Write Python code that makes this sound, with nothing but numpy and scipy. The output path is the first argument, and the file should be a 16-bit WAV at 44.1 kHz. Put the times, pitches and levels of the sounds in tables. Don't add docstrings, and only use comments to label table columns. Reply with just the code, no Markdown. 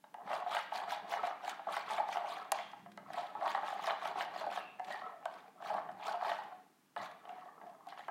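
import sys
import numpy as np
from scipy import signal
from scipy.fft import rfft, irfft
from scipy.io import wavfile
from scipy.ndimage import uniform_filter1d

SR = 44100
rng = np.random.default_rng(int(sys.argv[2]) if len(sys.argv) > 2 else 0)


def ratio(d):
    e = np.asarray(d, float) / 20
    return 10 ** e


def to_wav(s):
    ch = np.atleast_2d(s).T
    pcm = np.round(np.clip(ch, -1, 1) * 32767)
    wavfile.write(sys.argv[1], SR, pcm.astype(np.int16))


N = 357210


def evened(x):
    return x / np.sqrt(np.mean(x ** 2) + 1e-20)


def read(points, hz):
    f, value = np.transpose(points)
    return np.interp(np.log(hz + 1), np.log(f + 1), value)


def coloured(x, spectrum, tilt_db=0):
    hz = np.fft.rfftfreq(len(x), 1 / SR)
    gain_db = read(spectrum, hz) + tilt_db * np.log2(hz / 3000 + 0.115)
    return evened(irfft(rfft(x) * ratio(gain_db), len(x)))


def slips(per_s, spread_db):
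    strength_db = spread_db * np.minimum(rng.exponential(1, N), 4)
    size = ratio(strength_db) * rng.choice([-1., 1.], N)
    return size * (rng.random(N) < per_s / SR)


# fastest_s, run_up_s, run_out_s,
# speed_db (hiss above 5 kHz at the top), pressure_db (stutter at the top)
SWEEPS = [(0.351, 0.12, 0.12, -62, -33.5), (0.549, 0.084, 0.14, -56, -55), (0.759, 0.061, 0.12, -57, -34.5),
          (0.916, 0.058, 0.11, -58, -35), (1.117, 0.058, 0.13, -58, -35.5),
          (1.268, 0.088, 0.084, -62, -33.5), (1.492, 0.085, 0.079, -56.5, -38.5),
          (1.69, 0.013, 0.055, -79, -28.5), (1.744, 0.092, 0.14, -57, -47),
          (1.926, 0.08, 0.14, -57.5, -30.5), (2.13, 0.085, 0.14, -59.5, -37.5),
          (2.311, 0.092, 0.19, -61, -35.5), (2.56, 0.03, 0.2, -64.5, -44.5),
          (3.179, 0.12, 0.22, -65, -38.5), (3.504, 0.17, 0.18, -62.5, -33),
          (3.689, 0.11, 0.15, -61.5, -36.5), (3.873, 0.14, 0.13, -59, -37), (4.06, 0.098, 0.11, -59.5, -35),
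          (4.209, 0.07, 0.085, -58, -36), (4.4, 0.12, 0.11, -62.5, -34.5), (4.558, 0.099, 0.12, -61, -44),
          (4.924, 0.13, 0.17, -65.5, -40.5), (5.36, 0.23, 0.22, -77.5, -50),
          (5.682, 0.088, 0.088, -63, -40.5), (5.78, 0.14, 0.087, -73.5, -34.5),
          (5.1, 0.45, 0.043, -86, -46), (.48, 0.017, 0.053, -70, -35), (6.087, 0.12, 0.11, -60.5, -37),
          (6.289, 0.11, 0.2, -60.5, -37), (6.979, 0.011, 0.17, -68.5, -39), (7.05, 0.07, 0.057, -64.5, -51),
          (7.31, 0.08, 0.3, -78, -45.5), (7.66, 0.098, 0.22, -89, -46.5), (7.9, 0.06, 0.13, -75, -74),
          (7.988, 0.026, 0.15, -72, -69)]
UP_CURVE, OUT_CURVE = 1.58, 1.25


def sweeping(top_db, swing_db):
    t = np.arange(0, N + 64, 64) / SR
    s, up, out = np.transpose(SWEEPS)[:3, :, None]
    before = np.maximum((s - t) / up, 0) ** UP_CURVE
    after = np.maximum((t - s) / out, 0) ** OUT_CURVE
    level_db = top_db[:, None] - swing_db * (before + after)
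    power = (ratio(level_db) ** 2).sum(0)
    return np.interp(np.arange(N) / SR, t, power)


# mode_hz, level_db, t60_s
TRAY = [(300, -12, 0.19), (398.7, -8.5, 0.11), (564, -1.5, 0.055), (628, 2.5, 0.057), (701, -5, 0.041),
        (694.7, 2.5, 0.2), (750, 5, 0.097), (742, 2.5, 0.043), (850, 6, 0.065), (1090, 8, 0.033),
        (1264, -1.5, 0.054), (1190, -6, 0.045), (1465, 6.5, 0.0039), (1588, -9, 0.11), (1876, 3, 0.03),
        (1677, 2, 0.027), (1996, 2, 0.029), (2310, -6.5, 0.028), (2930, 0, 0.032), (3116, -6.5, 0.034),
        (3740, -7, 0.045)]


def ring(hardness, place, load, damping=1):
    hz, db, t60 = np.transpose(TRAY)[:, :, None]
    t = np.arange(SR // 6) / SR
    softness = 1 - np.clip(hardness, 0, 1)
    dull_db = softness * 9 * np.log2(hz / 750)
    envelope = ratio(db - dull_db - 60 * t / (damping * t60))
    modes = place[:, None] * envelope * np.sin(2 * np.pi * hz * load[:, None] * t)
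    contact = np.hanning(round(8 + 22 * softness))
    sound = np.convolve(modes.sum(0), contact)[:len(t)]
    return sound / abs(sound).max()


CATCH_DB, CATCH_S = 4, .012


def stutter(level_db):
    catches = evened(uniform_filter1d(rng.standard_normal(N), round(CATCH_S * SR)))
    drive = slips(per_s=700, spread_db=5.5) * ratio(level_db + CATCH_DB * catches)
    place = np.repeat(rng.integers(0, 16, N // 800 + 1), 800)[:N]
    shapes, loads = rng.standard_normal((16, len(TRAY), 2)).transpose(2, 0, 1)
    rings = [ring(.15, shape, 1 + .045 * load, .7) for shape, load in zip(shapes, loads)]
    rung = sum(signal.oaconvolve(drive * (place == k), r)[:N] for k, r in enumerate(rings))
    return rung / np.sqrt(np.mean(rung ** 2) / np.mean(ratio(level_db) ** 2))


# frequency_hz, relative_level_db
HISS = [(500, -58), (900, -4), (1300, -4.5), (2350, -1.5), (2650, -6), (3250, -3), (4400, -6), (5200, -13),
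        (8000, -18), (11000, -22.5), (16000, -26.5)]


def hiss(level_db):
    grains = rng.standard_normal(N) + 0.71 * evened(slips(per_s=600, spread_db=4.0))
    hz, t, z = signal.stft(grains, SR, nperseg=256)
    across_bands = uniform_filter1d(rng.standard_normal(z.shape), size=6, axis=0)
    patches = evened(uniform_filter1d(across_bands, size=5, axis=1))
    flicker = evened(uniform_filter1d(rng.standard_normal(len(t)), size=2))
    speed_db = np.interp(t, np.arange(N) / SR, level_db) + 52.5
    bright_db = 0.11 * speed_db * np.log2(hz / 3500 + 0.037)[:, None]
    gain = ratio(3.65 * patches + 1.95 * flicker + bright_db)
    grit = coloured(signal.istft(z * gain, SR, nperseg=256)[1][:N], HISS)
    treble = signal.sosfilt(signal.butter(4, 5000, "high", fs=SR, output="sos"), grit)
    return ratio(level_db) * grit / treble.std()


# frequency_hz, relative_level_db
TICK = [(600, -21), (1500, 11), (4500, -4), (7000, -16.5), (11500, -21.5), (14500, -48), (16500, -60)]


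def tick(tilt_db, t60):
    t = np.arange(800) / SR
    decay = ratio(-60 * t / t60) + 0.18 * ratio(-60 * t / 0.018)
    burst = coloured(rng.standard_normal(800), TICK, tilt_db) * decay
    return burst / abs(burst).max()


# start_s, peak_db (radiated ring), tick_db (metal edge against that peak), hardness (0-1)
KNOCKS = [(0.04, -43.5, -40, 0.85), (0.142, -38, -9.5, 0.7), (0.3, -32.5, -49, 0.54),
          (0.33, -27, -45, 0.95), (0.462, -30, -35, 0.2), (0.514, -33.5, -14, 0.26),
          (0.547, -27.5, -42, 0.63), (0.567, -20.5, -28, 0.94), (0.72, -33, -29, 0.95),
          (0.75, -33, -30, 0.34), (0.785, -30, -17, 0.97), (0.817, -32.5, -38, 0.16),
          (0.876, -32.5, -30, 0.65), (0.918, -33.5, -26, 0.3), (1.097, -47, 1, 0.2),
          (1.137, -24, -26, 0.97), (1.17, -32, -28, 0.65), (1.231, -26, -35, 0.5), (1.272, -32.5, -23, 0.5),
          (1.454, -36, -14, 0.24), (1.593, -35, -36, 0.6), (1.669, -29, -33, 0.2), (1.767, -23, -8.5, 1),
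          (1.779, -30.5, -28, 0.7), (1.789, -44, -32, 0.9), (1.903, -46, -33, 0.4),
          (1.927, -39.5, -26, 0.87), (1.98, -29, -46, 0.58), (2.088, -27.5, -10, 0.45),
          (2.157, -27.5, -37, 0.4), (2.17, -23.5, -15, 0.93), (2.192, -43, -33, 0.3), (2.293, -38, -29, 0),
          (2.5193, -19.5, 3, 0.75), (2.587, -32, -9, 0.9), (2.732, -39, -34, 0.7), (2.86, -41, -41, 0.6),
          (2.975, -35, -9.5, 0.67), (3.41, -33.5, -30, 0.77), (3.435, -29.5, -38, 0.13),
          (3.48, -33, -26, 1), (3.548, -23, -17, 0.83), (3.723, -32, -26, 0.46), (3.792, -31.5, -24, 0.38),
          (3.841, -27.5, -29, 0.76), (3.874, -23, -23, 0.67), (3.898, -26, -28, 0.9),
          (3.906, -23.5, -28, 0.94), (4.067, -35, -30, 0.3), (4.155, -32, -30, 0), (4.171, -30, -25, 0.15),
          (4.208, -24.5, -28, 1), (4.236, -38, -31, 0.8), (4.41, -30.5, -33, 0.4), (4.465, -29.5, -39, 0.2),
          (4.515, -33.5, -12, 0.55), (4.559, -34, -33, 0.65), (4.574, -26, -21, 0.64),
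          (4.796, -29.5, -14, 0.67), (4.908, -33, -32, 0.9), (4.943, -44.5, -28, 0.7),
          (5.2555, -26.5, -7, 0.64), (5.623, -36, -16, 0.6), (5.701, -30.5, -33, 0.58),
          (5.742, -29.5, -11, 0.45), (5.762, -35, -35, 0.25), (5.888, -36.5, -24, 0.75),
          (6.084, -39, -24, 0.06), (6.138, -32, -45, 0.5), (6.21, -32, -49, 0.6), (6.222, -27.5, -42, 0.35),
          (6.246, -29, -36, 0.66), (6.263, -32, -38, 0.25), (6.294, -28, -26, 0.4), (6.316, -25, -31, 0.87),
          (6.963, -29.5, -11, 0.64), (6.99, -42, -29, 0.88), (7.16, -48.5, -38, 0.6),
          (7.253, -41.5, -18, 1), (7.292, -37.5, -12, 1), (7.613, -42.5, -32, 0.64), (7.87, -40, -8, 0),
          (7.922, -37, -21, 0.57), (7.975, -41.5, -26, 1), (7.992, -37.5, -34, 1), (8.082, -32, -13, 0.4)]
PRESSED = .48
SWELL_S, SOFT_SWELL_S = 0.00077, 0.0051


def knocks():
    out = np.zeros(N + SR)
    places, loads = rng.standard_normal((len(KNOCKS), len(TRAY), 2)).transpose(2, 0, 1)
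    for (s, db, tick_db, hardness), place, load in zip(KNOCKS, places, loads):
        swell_s = SWELL_S + SOFT_SWELL_S * (1 - np.clip(hardness, 0, 1))
        sound = ring(hardness, 1 + .55 * place, 1 + .035 * load, PRESSED)
        t = np.arange(len(sound)) / SR
        sound = sound * (1 - np.exp(-(t / swell_s) ** 1.5))
        sound = sound / abs(radiated(sound)).max()
        sound[:800] += ratio(tick_db) * tick(12.5 + 0.74 * tick_db, 0.0019)
        at = round(s * SR)
        out[at:at + len(sound)] += ratio(db) * sound
    return out[:N]


CHATTER_DB, CHATTER_T60_S = -17.5, 0.053


def chatter():
    blows = np.zeros(N)
    for s, db, *_ in KNOCKS:
        blows[round(s * SR)] = ratio(db + CHATTER_DB) ** 2
    return signal.lfilter([1], [1, -ratio(-2 * 60 / CHATTER_T60_S / SR)], blows)


def bubbles(level_db):
    out = np.zeros(N)
    for hz in np.geomspace(600, 3000, 16):
        turns = np.arange(round(14 * SR / hz)) * hz / SR
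        blip = np.sin(2 * np.pi * turns * (1 + 0.005 * turns)) * turns * np.exp(-turns / 2.2)
        out += signal.oaconvolve(slips(per_s=11, spread_db=4.0), blip)[:N] * (hz / 900) ** -.9
    return ratio(level_db + 16.5) * evened(out)


# start_s, peak_db (before radiation)
SNAPS = [(2.716, -50.5), (2.794, -54), (2.9177, -51), (3.133, -41), (3.2997, -54), (4.464, -49),
         (4.846, -44.5), (4.884, -50), (5.339, -51), (5.376, -59), (5.915, -52), (6.436, -49), (7.03, -47),
         (7.113, -49.5), (7.668, -60), (7.696, -56), (7.887, -48.5)]


def snaps():
    out = np.zeros(N + SR)
    for s, db in SNAPS:
        out[round(s * SR):][:800] += ratio(db) * tick(4.3, 0.038)
    return out[:N]


# start_s, length_s, from_hz, to_hz, level_db (before its fades)
SQUEALS = [(2.55, .17, 3350, 3250, -56), (4.57, .19, 2800, 2550, -56), (7.41, .13, 1800, 1780, -66),
           (4.905, .085, 1900, 1800, -45), (7.615, .14, 710, 660, -43), (5.115, .08, 690, 650, -41),
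           (7.3, .065, 720, 730, -43), (6.975, .1, 1080, 1120, -48), (6.98, .075, 1950, 2000, -53)]
SQUEAL_WIDTH, SQUEAL_FADE_DB = .13, -8


def squeals():
    out = np.zeros(N)
    for s, length, from_hz, to_hz, db in SQUEALS:
        u = np.arange(round(length * SR)) / (length * SR)
        r = np.exp(-np.pi * SQUEAL_WIDTH * from_hz / SR)
        noise = rng.standard_normal((SR // 2, 2)) @ [1, 1j]
        fuzz = signal.lfilter([1], np.poly([r, r, r]), noise)[-len(u):]
        turns = np.cumsum(from_hz + (to_hz - from_hz) * u) / SR
        tone = evened((fuzz * np.exp(2j * np.pi * turns)).real)
        out[round(s * SR):][:len(u)] += ratio(db + SQUEAL_FADE_DB * u) * np.sin(np.pi * u) ** .5 * tone
    return out


def radiated(x):
    return signal.sosfilt(signal.butter(3, 895, "high", fs=SR, output="sos"), x)


# frequency_hz, relative_level_db
THUD = [(40, -22), (80, -6.5), (140, 8.5), (200, 20.5), (240, 11.5), (295, 14), (400, 17), (480, 19),
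        (700, -57)]
# centre_s, length_s (to 1/e of the power), level_db
SHIFTS = [(2.88, 0.14, -63.5), (3.09, 0.11, -63.5), (4.45, 0.23, -70.5), (5.78, 0.047, -63),
          (5.93, 0.049, -63), (7.01, 0.033, -61), (8.004, 0.072, -72.5)]
# frequency_hz, relative_level_db
SHOVE = [(25, -45), (60, -25.5), (130, -3), (170, -1.5), (197, 8), (225, -2), (400, -5), (700, -55)]
ROCK_DB, ROCK_SHARE, ROCK_SMOOTH_S = -62, 0.45, 0.01


def rocking(stutter_db):
    t = np.arange(N) / SR
    smooth_db = uniform_filter1d(stutter_db, round(ROCK_SMOOTH_S * SR))
    rock = ratio(ROCK_DB + ROCK_SHARE * (smooth_db + 32.5))
    shifts = sum(ratio(db) ** 2 * np.exp(-((t - s) / length) ** 2) for s, length, db in SHIFTS)
    lumps = ratio(2.8 * evened(uniform_filter1d(rng.standard_normal(N), 1500)))
    thuds = rock * coloured(lumps * rng.standard_normal(N), THUD)
    shoves = np.sqrt(shifts) * coloured(rng.standard_normal(N), SHOVE)
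    return thuds + shoves


# frequency_hz, t60_s
KITCHEN = [(250, 0.96), (700, 0.28), (2000, 0.7), (5000, 0.75), (12000, 0.078)]


def kitchen(x):
    taps = np.zeros(SR)
    slots = np.arange(200, SR - 20, 20)
    taps[slots + rng.integers(0, 20, len(slots))] = rng.choice([-1., 1.], len(slots))
    hz, t, z = signal.stft(taps, SR, nperseg=256)
    hz = hz[:, None]
    decay = ratio(-60 * t / read(KITCHEN, hz))
    tail = signal.istft(z * decay / (1 + (hz / 3500) ** 2), SR, nperseg=256)[1]
    return signal.fftconvolve(x, tail / np.linalg.norm(tail))[:N]


# frequency_hz, relative_level_db
AIR = [(24, -69), (40, -28), (112, -8.5), (167, 6.5), (199, 5.5), (231, 5.5), (283, 10), (491, -10),
       (585, -5), (852, -3), (4680, -13), (6330, -13.5), (16000, -17)]


def air():
    return ratio(-72) * coloured(rng.standard_normal(N), AIR)


def scene():
    speed_db, pressure_db = np.transpose(SWEEPS)[3:]
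    hiss_db = 10 * np.log10(sweeping(speed_db, swing_db=27) + 1e-11)
    stutter_db = 10 * np.log10(sweeping(pressure_db, swing_db=13) + chatter() + 1e-10)
    spoon = stutter(stutter_db) + hiss(hiss_db) + bubbles(hiss_db) + knocks() + snaps() + squeals()
    heard = spoon + ratio(-11) * kitchen(spoon)
    return (radiated(heard) + rocking(stutter_db) + air())[None]


def band_limit(x):
    return signal.sosfilt(signal.butter(12, 16550, fs=SR, output="sos"), x)


def record(dry):
    lowpass = signal.firwin(511, 16000, window=("kaiser", 9), fs=SR)
    limited = signal.oaconvolve(dry, lowpass[None], "same")
    return band_limit(limited)


dry = scene()
out = record(dry)
to_wav(out)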